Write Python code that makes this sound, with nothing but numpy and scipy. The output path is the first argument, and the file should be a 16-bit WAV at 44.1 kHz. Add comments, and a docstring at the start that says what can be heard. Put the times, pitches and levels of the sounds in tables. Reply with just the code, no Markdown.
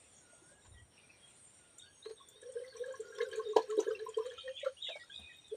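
"""Glugging water in a garden

Water glugs unevenly from a plastic bottle into a car's reservoir: air gulps ring the bottle's cavity as pitched
bubbles, short bubbles plip, a few low ones slosh or thump, drops tick, slugs splash as noise bursts through the
reservoir's air modes. Birds whistle and chirp among trees as sliding tones with echoes; insects sing high as
bands of patchy noise. Filtered noise makes the garden's rush and the puffs of wind that brush the microphone."""
import sys
import numpy as np
from scipy import signal
from scipy.fft import rfft, irfft, next_fast_len
from scipy.io import wavfile
from scipy.ndimage import uniform_filter1d, map_coordinates

SR = 44100
rng = np.random.default_rng(int(sys.argv[2]) if len(sys.argv) > 2 else 0)


def bounce(signal):
    """Save signal as a 16-bit WAV file at the path given by the first command-line argument."""
    frames = np.transpose(np.atleast_2d(signal))
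    limited = np.clip(frames, -1, 1)
    pcm = np.round(limited * 32767).astype(np.int16)
    wavfile.write(sys.argv[1], SR, pcm)


N = 245284

# garden rush: (time [s], rumble level before gain [dB], treble level before gain [dB])
RUSH = [(0, -79.5, -84.5), (.53, -77.5, -87), (.57, -78.5, -89), (.9, -81, -90.5), (.94, -78.5, -84),
        (1.3, -79, -83.5), (2.4, -82, -90), (3.5, -79, -83), (4.7, -84.5, -82.5), (5.2, -80, -85),
        (5.56, -82, -85.5)]
# garden rush spectrum: (frequency [Hz], relative density [dB])
RUSH_SPECTRUM = [(20, -34), (55, -13), (95, -4.5), (200, -10), (500, -10), (1100, -15), (2100, -9.5),
                 (3400, -9.5), (4400, -14), (5000, -20), (7800, -23), (9700, -24), (10100, -51),
                 (15500, -41.5)]
# wind on the microphone: (middle [s], 1/e width [s], level [dB])
WIND_PUFFS = [(.75, 0.19, -53), (2.79, 0.14, -82), (3.57, 0.028, -63.5), (4.41, 0.13, -76),
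              (5.22, .09, -68.5)]
# wind spectrum: (frequency [Hz], relative density [dB])
WIND_SPECTRUM = [(12, -48.5), (20, -3.5), (38, -26), (82, 11.5), (100, -0.5), (140, -22.5), (250, -36),
                 (320, -67), (550, -120)]
# insect choruses: (centre [Hz], width [Hz], resting level [dB], bouts as (middle [s], 1/e width [s], level [dB]))
CHORUSES = [(5667, 330, -79, [(.28, 0.19, -87), (2.8, 0.95, -82), (3.2, 0.24, -79), (3.6, .2, -89),
            (4.0, 0.68, -87)]), (6560, 135.4, -91, [(.3, 0.32, -76.5), (2.0, 0.38, -71.5), (3.1, 0.1, -74),
            (3.75, 0.24, -75.5), (4.55, 0.51, -75.5)]), (7183, 500, -96, [(0, 0.6, -70), (.65, 0.39, -77),
            (1.45, .35, -70), (3.06, .15, -74), (3.5, 0.44, -89), (5.1, 0.91, -81)]),
            (8780, 1330, -72.5, [(.25, 0.86, -72.5), (1.45, 0.53, -69), (2.5, 1, -80.5), (5.56, 0.1, -73)])]
# far bird's calls: (time [s], level [dB])
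FAR_CALLS = [(.2, -66.5), (1.549, -69)]
# far bird's phrase: (delay [s], length [s], from [Hz], to [Hz], slide time constant [s], level re call [dB])
FAR_PHRASE = [(0, .2, 1520, 1401, 0.086, -0.5), (0.193, 0.13, 1370, 1508, 0.071, 0.5),
              (0.286, 0.11, 1510, 1673, 0.0207, -1.5)]
# clear whistles, with two lone low notes of the far bird among them (at 1.0 s and 3.03 s): (time [s], length
# [s], from [Hz], to [Hz], slide time constant [s], level [dB])
WHISTLES = [(1.0, 0.45, 1494, 1404, 0.103, -75), (.73, 0.093, 1950, 1936, 0.09, -63),
            (1.19, 0.092, 3230, 3386, 0.12, -53.5), (1.82, 0.081, 4465, 4623, 0.066, -61.5),
            (2.31, 0.135, 3506, 3820, 0.051, -61.5), (3.03, 0.26, 1472, 1428, 0.022, -55.5),
            (4.33, 0.3, 2470, 2489, 0.034, -62.5), (4.9, 0.085, 2760, 2227, 0.024, -45.5),
            (4.99, 0.044, 1930, 1925, 0.026, -52), (5.12, 0.17, 2500, 2506, 0.04, -59.5),
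            (5.22, 0.14, 2457, 2525, 0.039, -52), (5.29, 0.056, 1970, 1773, 0.032, -52.5),
            (5.41, 0.12, 2490, 2550, .05, -69)]
# buzzy chirps: (time [s], length [s], from [Hz], to [Hz], slide time constant [s], level [dB])
BUZZY_CHIRPS = [(.55, 0.024, 2830, 3260, 0.032, -62), (.6, 0.063, 3845, 3750, 0.044, -65.5),
                (.71, 0.056, 3850, 3780, .03, -64.5), (.76, .07, 3210, 3240, .04, -65.5),
                (.96, 0.055, 2940, 2640, 0.044, -57), (.97, 0.24, 2560, 2423, 0.026, -65),
                (1.08, 0.076, 2730, 2380, .05, -58), (1.79, 0.085, 3780, 3630, 0.023, -52),
                (1.83, 0.18, 3380, 3270, 0.038, -67), (2.02, 0.11, 3600, 4340, 0.026, -54),
                (2.16, 0.18, 3780, 3525, 0.038, -58), (2.5, 0.19, 5500, 5240, 0.11, -72),
                (2.66, 0.11, 4650, 4283, 0.052, -57.5), (2.77, 0.1, 4200, 3481, 0.12, -55),
                (3.44, 0.17, 3636, 3910, 0.055, -53.5), (4.13, .04, 3150, 3150, 0.036, -68),
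                (4.19, 0.54, 3302, 3170, 0.038, -60.5), (4.36, 0.094, 3690, 3700, 0.058, -48),
                (4.37, 0.2, 3180, 3213, 0.051, -51), (4.4, 0.053, 4330, 4440, 0.033, -56),
                (4.55, 0.088, 3006, 3944, 0.043, -41), (4.57, 0.062, 3300, 2880, 0.034, -44),
                (4.57, 0.099, 2854, 2090, 0.043, -47), (4.765, 0.085, 2860, 3850, 0.03, -45.5),
                (4.815, .13, 3800, 3795, 0.031, -37.5), (4.85, 0.054, 3620, 2530, 0.028, -46),
                (4.86, .1, 3284, 3140, 0.028, -51.5), (4.96, 0.15, 4494, 4420, 0.041, -65),
                (4.98, 0.11, 3750, 3800, 0.054, -56), (4.99, .06, 4850, 5340, .04, -59),
                (5.095, 0.08, 3060, 3740, 0.036, -42), (5.14, 0.15, 3785, 3807, 0.039, -47),
                (5.14, 0.059, 4740, 4970, 0.021, -66), (5.2, 0.15, 2950, 2076, .08, -58.5),
                (5.29, 0.14, 3810, 3700, 0.073, -54.5), (5.42, 0.12, 4010, 3004, 0.13, -50.5)]
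# air gulps: (envelope peak time [s], level [dB], cavity pitch [Hz], length before the rise cap [s])
AIR_GULPS = [(2.067, -38, 434, 0.011), (2.094, -48, 440, 0.0073), (2.112, -41, 438, 0.011),
             (2.431, -45.5, 465, 0.0055), (2.472, -43, 483.6, 0.04), (2.498, -45.5, 503.5, 0.018),
             (2.574, -32.5, 476, 0.029), (2.603, -37.5, 475, 0.0073), (2.618, -40.5, 496, 0.019),
             (2.648, -44.5, 501, 0.041), (2.775, -51.5, 460.6, 0.049), (2.815, -30.5, 476, .026),
             (2.845, -38, 493.1, 0.029), (2.885, -35.5, 508.3, 0.018), (2.91, -40, 508.2, 0.017),
             (3.006, -38.5, 444, 0.014), (3.05, -48.5, 457, 0.0046), (3.187, -44, 454.7, 0.016),
             (3.213, -26.5, 464.3, .014), (3.232, -26.5, 470.2, 0.015), (3.264, -39.5, 484.3, 0.04),
             (3.318, -45, 424, 0.008), (3.345, -41.5, 456, 0.054), (3.39, -34, 441.6, 0.027),
             (3.447, -43, 477.7, 0.02), (3.468, -34, 450, 0.012), (3.499, -35, 424.4, 0.029),
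             (3.532, -42, 414.3, 0.025), (3.568, -11, 456, 0.0073), (3.602, -36.5, 447.2, 0.015),
             (3.647, -41.5, 494, 0.015), (3.716, -33.5, 427.8, 0.059), (3.78, -22.5, 432, 0.0056),
             (3.792, -19.5, 419, 0.0075), (3.805, -39.5, 417, 0.017), (3.87, -30.5, 453, 0.0054),
             (3.883, -29.5, 424, 0.012), (3.896, -29, 493, 0.02), (3.912, -29.5, 437.3, 0.023),
             (4.02, -40.5, 435.8, 0.037), (4.093, -39, 452, 0.019), (4.179, -25, 455, 0.012),
             (4.204, -32.5, 448.5, 0.014), (4.266, -32, 493.4, 0.016), (4.24, -46, 484, 0.02),
             (4.295, -46, 493, 0.025), (4.33, -44, 477.5, .025), (4.458, -43.5, 528, 0.025),
             (4.489, -39, 517.6, 0.035), (4.637, -35, 560, 0.0088), (4.671, -26.5, 533.6, 0.012),
             (4.893, -42, 524, 0.008), (4.906, -40.5, 648, 0.011), (4.959, -42, 610, 0.0053),
             (5.53, -34.5, 434, 0.017), (5.545, -37, 470, 0.0049)]
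# short bubbles, slosh blips and a low thump: (envelope peak time [s], level [dB], pitch [Hz])
SHORT_BUBBLES = [(.335, -60, 650), (.425, -59, 349), (.52, -63, 560), (.655, -62.5, 993),
                 (2.207, -46, 1081), (2.432, -54, 1674), (2.574, -52.5, 1610), (2.647, -53.5, 2000),
                 (2.701, -57, 4490), (2.73, -56, 1610), (2.759, -55, 1064), (2.77, -49.5, 5770),
                 (2.776, -58.5, 2380), (2.843, -42, 1660), (2.912, -49, 1587), (2.944, -45, 1070),
                 (2.946, -50, 1650), (2.96, -52.5, 5800), (3.128, -49.5, 1610), (3.187, -54, 5220),
                 (3.195, -49.5, 1050), (3.208, -37.5, 1690), (3.21, -43, 2092), (3.2255, -41, 3775),
                 (3.255, -49, 1540), (3.316, -46, 3093), (3.333, -45, 1640), (3.396, -52, 1540),
                 (3.4, -38.5, 1067), (3.538, -46, 1090), (3.567, -25, 953), (3.568, -46, 4290),
                 (3.581, -42.5, 1630), (3.582, -39, 1015), (3.595, -49, 1680), (3.621, -48, 4300),
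                 (3.701, -49, 1299), (3.728, -44, 1090), (3.787, -45, 3834), (3.797, -45, 977),
                 (3.8051, -42, 5980), (3.814, -48, 920), (3.877, -42.5, 1643), (3.91, -46, 1260),
                 (3.908, -43.5, 1530), (3.912, -50, 3030), (3.954, -45, 2705), (3.994, -53.5, 4006),
                 (4.001, -51, 1674), (4.069, -37.5, 1020), (4.145, -46.5, 3150), (4.188, -38.5, 1030),
                 (4.21, -48, 1185), (4.227, -47.5, 985), (4.303, -45, 3266), (4.315, -46.5, 1705),
                 (4.384, -49, 1328), (4.482, -43.5, 1844), (4.663, -38, 1363), (4.665, -44, 1167),
                 (4.68, -53, 1486), (4.871, -52.5, 2050), (4.891, -50, 1646), (5.014, -52.5, 1943),
                 (5.039, -57.5, 1400), (5.101, -50.5, 1600), (5.2, -59.5, 218.7)]
# slugs of water landing: (time [s], level [dB], low body trim [dB], reservoir ring trim [dB])
SLUGS = [(0.6484, -68, 2, -2), (2.0506, -67, 8.5, 1.5), (2.0935, -58, -1, -9), (2.4294, -83, -3, 4.5),
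         (2.847, -63, -21, -11), (3.1798, -62, -24, -6), (3.2104, -63.5, -23, 9.5), (3.3256, -65, -19, 9.5),
         (3.3894, -71, 8, -19), (3.5619, -40.5, 15.5, -12.5), (3.589, -59.5, -2, -2),
         (3.6177, -52, -18, -26), (3.703, -62, -15, -0.5), (3.792, -42, -0.5, -39), (3.822, -57, 0, -11),
         (3.9097, -63, -2, -2), (3.993, -61, -5, -0.5), (4.1788, -60, 2, -5.5), (4.3174, -71, 2, 3.5),
         (4.4754, -72, 8, 10), (4.6459, -73, 6, 18.5), (4.6712, -74, 8, 14), (4.887, -62.5, 14.5, 1),
         (4.9556, -61, 6, -8), (5.188, -65, 6, -14)]
# reservoir air modes: (frequency [Hz], half-power width [Hz], level [dB])
AIR_MODES = [(1081, 36, 2), (1628, 200, 1), (2310, 2700, -15.5), (3137, 110, -0.5), (3860, 76, -3),
             (4396, 81, -4), (6100, 400, -23.5), (6440, 430, -16)]
# drop ticks: (time [s], level before layer gains [dB], bead pitch [Hz], mist trim [dB])
DROP_TICKS = [(1.7816, -41, 7140, -22), (2.285, -47, 7070, -9), (2.4143, -47.5, 8600, -40),
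              (2.52, -45, 8670, -35), (2.765, -54, 7800, -40), (2.8593, -52, 8150, -24),
              (2.923, -51, 7080, -25.5), (3.0034, -43, 7430, -30.5), (3.1485, -51.5, 7110, -22),
              (3.2305, -49, 6825, -18.5), (3.2858, -51, 7740, -15.5), (3.313, -50.5, 8460, -30),
              (3.357, -43, 6670, -24), (3.3799, -52.5, 6230, -26.5), (3.572, -50.5, 6500, -16.5),
              (3.6824, -57, 7980, -18), (3.7, -44, 6960, -21.5), (3.7673, -49.5, 9240, -16),
              (3.8023, -42, 6770, -23), (4.05, -63.5, 8500, 6.5), (4.0889, -42, 7030, -37),
              (4.171, -46.5, 8420, -29), (4.26, -48, 7060, -38), (4.548, -58, 6880, -32),
              (4.5976, -50, 6850, -35.5), (4.645, -53.5, 8350, -25), (4.8685, -61, 7400, -33),
              (5.0394, -61, 6740, -22), (5.191, -69.5, 8140, 1.5), (5.365, -61.5, 7530, -1.5),
              (5.48, -53, 7740, -26)]
# running stream: (time [s], cavity hum level [dB], gurgle level [dB])
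FLOW = [(1.95, -82, -80), (2.15, -83, -80), (2.38, -69, -74), (2.6, -48.5, -68.5), (2.69, -83, -67.5),
        (2.76, -51, -67.5), (2.91, -53.5, -68.5), (3.09, -55, -69.5), (3.38, -48, -62.5), (3.6, -61, -72.5),
        (3.77, -54.5, -68.5), (3.91, -50, -59.5), (4.0, -53, -71.5), (4.2, -66, -69), (4.26, -50, -61.5),
        (4.45, -80, -82), (4.71, -85, -92), (5.03, -83.5, -77), (5.4, -99.5, -99), (5.56, -83, -67)]

TOP_HZ = 15550
CALM_WIND_DB = -82.5
NOTE_SWELL_SHARE, NOTE_RELEASE_S = 0.37, 0.01  # a note swells for this share of its slide
LEAD_SAMPLES = 1600  # ahead of a bubble's peak
GULP_RISE_SHARE, LONGEST_RISE_S = 0.48, 0.019  # part of a gulp's length before its peak
BUBBLE_RISE_1KHZ_S, BUBBLE_FALL_1KHZ_S, SHORTENING = 0.0034, 0.0054, 0.13  # power of pitch that shortens
SPRAY_DB, BODY_DB, MIST_DB, RING_DB = -9, -4.5, -30.5, 4.5  # splash layer gains
PLINK_DB = -3.5  # re the gurgle


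def amp(db):
    """Decibels to linear gain."""
    return 10 ** (np.asarray(db) / 20)


def unit(x):
    """Scale to rms 1."""
    return x / np.sqrt(np.mean(x ** 2) + 1e-20)


def curves(rows):
    """One value per sample for each column after the time."""
    time_s, *columns = np.transpose(rows)
    return [np.interp(np.arange(N) / SR, time_s, column) for column in columns]


def wobble(rate_hz, size=N):
    """Smooth random curve, rate_hz knots a second."""
    knots = rng.standard_normal(size // 64 + 8)
    return map_coordinates(knots, [np.arange(size) * rate_hz / SR], mode="mirror")


def filtered(x, response):
    """Multiply the spectrum of x by a response of frequency."""
    m = next_fast_len(len(x) + 8192)
    return irfft(rfft(x, m) * response(np.fft.rfftfreq(m, 1 / SR)), m)[:len(x)]


def hiss(response):
    """Filtered white noise of rms 1."""
    return unit(filtered(rng.standard_normal(N), response))


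def colour(points):
    """(frequency [Hz], level [dB]) points as a gain, interpolated on a log axis."""
    f, db = np.transpose(points)
    return lambda hz: amp(np.interp(np.log(hz + 1), np.log(f + 1), db))


def band(centre_hz, width_hz, order=2):
    """Pass band, bell-shaped or, at a higher order, flat-topped."""
    return lambda hz: np.exp(-.5 * ((hz - centre_hz) / width_hz * 2) ** order)


def patchy(depth_db, size=(5, 12)):
    """White noise with time-frequency patches of random gain, size (bins, frames)."""
    z = signal.stft(rng.standard_normal(N + 512), nperseg=512)[2]
    field = rng.standard_normal(z.shape)
    field = uniform_filter1d(field, size[0], 0)
    field = uniform_filter1d(field, size[1], 1)
    return signal.istft(z * amp(depth_db * unit(field)), nperseg=512)[1][:N]


def add(out, time_s, sound):
    """Mix a sound into out at time_s."""
    part = out[max(round(time_s * SR), 0):][:len(sound)]
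    part += sound[:len(part)]


def swell(t, t60_s, rise_s):
    """Soft start, exponential decay, peak 1."""
    shape = (1 - np.exp(-t / rise_s)) ** 2 * amp(-60 * t / t60_s)
    return shape / shape.max()


def bouts(rest_db, rows, order=2):
    """Gain that rests at rest_db and swells for each (middle [s], 1/e width [s], level [dB])."""
    t = np.arange(N) / SR
    swells = (amp(db) * np.exp(-np.abs(2 * (t - middle_s) / width_s) ** order) for middle_s, width_s, db in rows)
    return amp(rest_db) + sum(swells)


def echoes(x, t60_s, wet_db):
    """Add a diffuse noise tail that builds up over some milliseconds, then decays."""
    t = np.arange(round(SR * .6)) / SR
    tail = rng.standard_normal(len(t)) * amp(-60 * t / t60_s) * (1 - np.exp(-t / 0.0068))
    return x + amp(wet_db) * signal.fftconvolve(x, tail / np.linalg.norm(tail))[:N]


def air():
    """Garden rush with low and high parts drifting apart, lumpy wind and the microphone's faint hiss."""
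    rumble_db, treble_db = curves(RUSH)
    spectrum = colour(RUSH_SPECTRUM)
    low = lambda hz: 1 / (1 + (hz / 1500) ** 4)
    rumble = amp(rumble_db + 9.0) * hiss(lambda hz: spectrum(hz) * low(hz))
    treble = unit(filtered(patchy(2.5), lambda hz: spectrum(hz) * (1 - low(hz))))
    wind = unit(amp(0.68 * wobble(24)) * hiss(colour(WIND_SPECTRUM)))
    wind *= bouts(CALM_WIND_DB, WIND_PUFFS, order=4)
    self_noise = amp(-91) * hiss(lambda hz: hz > 9000)
    return rumble + amp(treble_db + 12) * treble + self_noise + wind


def insects():
    """Each chorus is a band of flickering, patchy noise, as of many thin voices, that swells in bouts."""
    out = np.zeros(N)
    for centre_hz, width_hz, rest_db, rows in CHORUSES:
        voices = unit(filtered(patchy(5.1, size=(2, 10)), band(centre_hz, width_hz, order=4)))
        out += bouts(rest_db, rows) * amp(0.92 * wobble(14)) * voices
    return out


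def sing(notes, rough, flutter_hz, breaks_db, sag, fade_db, octave_db):
    """Sliding, fading tones whose strength flutters and breaks up, the pitch sagging in quick dips."""
    out, dips = np.zeros(N), 1 - sag * wobble(90) ** 2
    for time_s, length_s, from_hz, to_hz, slide_s, db in notes:
        t = np.arange(0, length_s, 1 / SR)
        edge = np.clip(np.minimum(t / (NOTE_SWELL_SHARE * slide_s), (length_s - t) / NOTE_RELEASE_S), 0, 1)
        slide_hz = to_hz + (from_hz - to_hz) * np.exp(-t / slide_s)
        pitch_hz = slide_hz * dips[np.minimum((time_s + t) * SR, N - 1).astype(int)]
        phase = 2 * np.pi * np.cumsum(pitch_hz) / SR
        tone = np.sin(phase) + amp(octave_db) * np.sin(2 * phase)
        add(out, time_s, amp(db - fade_db * t / length_s) * edge * tone)
    flutter = 1 - rough + rough * wobble(flutter_hz)
    return out * flutter * amp(breaks_db * wobble(35))


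def birds():
    """A far bird, clear whistles and buzzy chirps, blurred by echoes among the trees."""
    phrases = [(call_s + delay_s, *shape, call_db + note_db)
               for call_s, call_db in FAR_CALLS for delay_s, *shape, note_db in FAR_PHRASE]
    far = sing(phrases, 0.31, 70, breaks_db=4, sag=0.0079, fade_db=1.5, octave_db=-36)
    clear = sing(WHISTLES, 0.13, 200, breaks_db=1.3, sag=.008, fade_db=9.5, octave_db=-40)
    buzzy = sing(BUZZY_CHIRPS, 0.53, 300, breaks_db=1.5, sag=0.032, fade_db=10.5, octave_db=-25)
    return echoes(far + clear + buzzy, 0.099, -0.3)


def bubble(hz, rise_s, fall_s, climb, rough):
    """Swells and dies (times to -6 dB) while its pitch climbs; churning water shakes it."""
    t = np.arange(-LEAD_SAMPLES, 2 * LEAD_SAMPLES) / SR
    shape = np.where(t < 0, amp(-6 * (t / rise_s) ** 2), amp(-6 * np.abs(t / fall_s) ** 1.4))
    shake = 1 + rough * wobble(hz / 8, size=len(t))
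    cycles = hz * (t + climb * t * t / max(fall_s, .002) / 2)
    return shape * shake * np.sin(2 * np.pi * cycles)


def ring(rows, climb, rough):
    """Sum of bubbles, rows (peak time [s], level [dB], pitch [Hz], rise [s], fall [s])."""
    out = np.zeros(N + LEAD_SAMPLES)
    for time_s, db, hz, rise_s, fall_s in rows:
        add(out, time_s, amp(db) * bubble(hz, rise_s, fall_s, climb, rough))
    return out[LEAD_SAMPLES:]


def bubbles():
    """Air gulps ring the bottle's cavity; short bubbles, slosh blips and a low thump are rougher."""
    gulps, short = [], []
    for time_s, db, hz, length_s in AIR_GULPS:
        rise_s = min(GULP_RISE_SHARE * length_s, LONGEST_RISE_S)
        gulps.append((time_s, db, hz, rise_s, (1 - GULP_RISE_SHARE) * length_s))
    for time_s, db, hz in SHORT_BUBBLES:
        scale = (1000 / hz) ** SHORTENING  # shorter the higher the pitch
        short.append((time_s, db, hz, BUBBLE_RISE_1KHZ_S * scale, BUBBLE_FALL_1KHZ_S * scale))
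    return ring(gulps, climb=0.027, rough=0.12) + ring(short, climb=0.012, rough=0.41)


def modes(hz):
    """Resonant response of the reservoir's air modes, alternating in sign."""
    return sum((-1) ** k * amp(db) * 1j * hz * width / (centre * centre - hz * hz + 1j * hz * width)
               for k, (centre, width, db) in enumerate(AIR_MODES))


def splashes():
    """A landing slug is a ragged noise burst: low body, reservoir modes, spray and mist on top."""
    layers, shape = np.zeros((4, N)), swell(np.arange(8192) / SR, 0.053, 0.013)
    for time_s, db, body_db, ring_db in SLUGS:
        gains_db = (SPRAY_DB, body_db + BODY_DB, MIST_DB, ring_db + RING_DB)
        for layer, gain_db in zip(layers, gains_db):
            add(layer, time_s - .003, amp(db + gain_db) * shape)
    spray, body, mist, ringing = layers
    ragged = amp(5.13 * wobble(150))
    clusters = patchy(5, size=(7, 2))  # droplets land in clumps of pitch
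    spray = spray * unit(filtered(clusters, band(4470, 5100)))
    mist = mist * hiss(band(12600, 5800, order=4))
    ringing = ringing * hiss(lambda hz: modes(hz) + 0.098 * band(2200, 3500)(hz))
    return ragged * (spray + mist + ringing) + body * hiss(band(700, 460))


def ticks():
    """A drop's tick: a tiny bubble in a burst of spray and mist."""
    t = np.arange(2048) / SR
    spray, mist = np.zeros(N), np.zeros(N)
    spray_shape, mist_shape = swell(t, 0.063, 0.00053), swell(t, 0.031, .003)
    for time_s, db, _, mist_db in DROP_TICKS:
        add(spray, time_s, amp(db - 13.0) * spray_shape)
        add(mist, time_s, amp(db + mist_db - 10) * mist_shape)
    beads = [(time_s + 0.0031, db - 7, hz, .0015, .004) for time_s, db, hz, _ in DROP_TICKS]
    noise = spray * hiss(band(8050, 2300)) + mist * hiss(band(13000, 3600, order=4))
    return ring(beads, climb=0.017, rough=0.17) + noise


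def stream():
    """Running water hums the cavity at the gulps' pitch and rattles the reservoir's modes with droplets."""
    hum_db, gurgle_db = curves(FLOW)
    pitch_hz, = curves([(time_s, hz) for time_s, _, hz, _ in AIR_GULPS])
    gate = np.clip((np.arange(N) / SR - 1.97) / 0.054, 0, 1)
    hum = unit(wobble(150) * np.sin(2 * np.pi * np.cumsum(pitch_hz) / SR))
    drops = amp(3.6 * wobble(45) + 0.95 * wobble(400)) * patchy(0.77)
    gurgle = unit(filtered(drops, modes))
    running = gate * (amp(hum_db) * hum + amp(gurgle_db) * gurgle)
    return running + plinks(gurgle_db + PLINK_DB) + spatter(gurgle_db)


def plinks(flow_db):
    """Chance droplets and bubbles near the reservoir's modes, louder as the flow swells."""
    when, which, detune, size = rng.random((4, 220))
    time_s = 2.3 + 2.4 * when
    mode_hz = np.array(AIR_MODES)[(which * len(AIR_MODES)).astype(int), 0]
    hz = mode_hz * (1 + 0.45 * (detune - .5))
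    db = flow_db[(time_s * SR).astype(int)] + 13 * size ** 3.2 - 0.84 * np.log2(hz / 1000)
    return ring(zip(time_s, db, hz, 4.6 / hz, 12.0 / hz), climb=0.015, rough=.2)


def spatter(flow_db):
    """Fine treble droplets and a crackling mist above them, louder as the flow swells."""
    when, pitch, size = rng.random((3, 160))
    time_s, hz = 2.3 + 2.3 * when, 3000 * 3.2 ** pitch
    mist = amp(flow_db - 24.5 + 5 * wobble(60)) * hiss(band(12600, 5800, order=4))
    db = flow_db[(time_s * SR).astype(int)] - 0.5 + 12 * size ** 3.4
    return mist + ring(zip(time_s, db, hz, 7 / hz, 16 / hz), climb=0.0084, rough=0.49)


def scene():
    """Water with its short echoes, over birds, insects and air."""
    water = echoes(bubbles() + splashes() + ticks() + stream(), 0.11, -8)
    return (air() + insects() + birds() + water)[None]


def record(dry):
    """The microphone keeps nothing above its band limit."""
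    return filtered(dry[0], lambda hz: hz < TOP_HZ)[None]


dry = scene()
out = record(dry)
bounce(out)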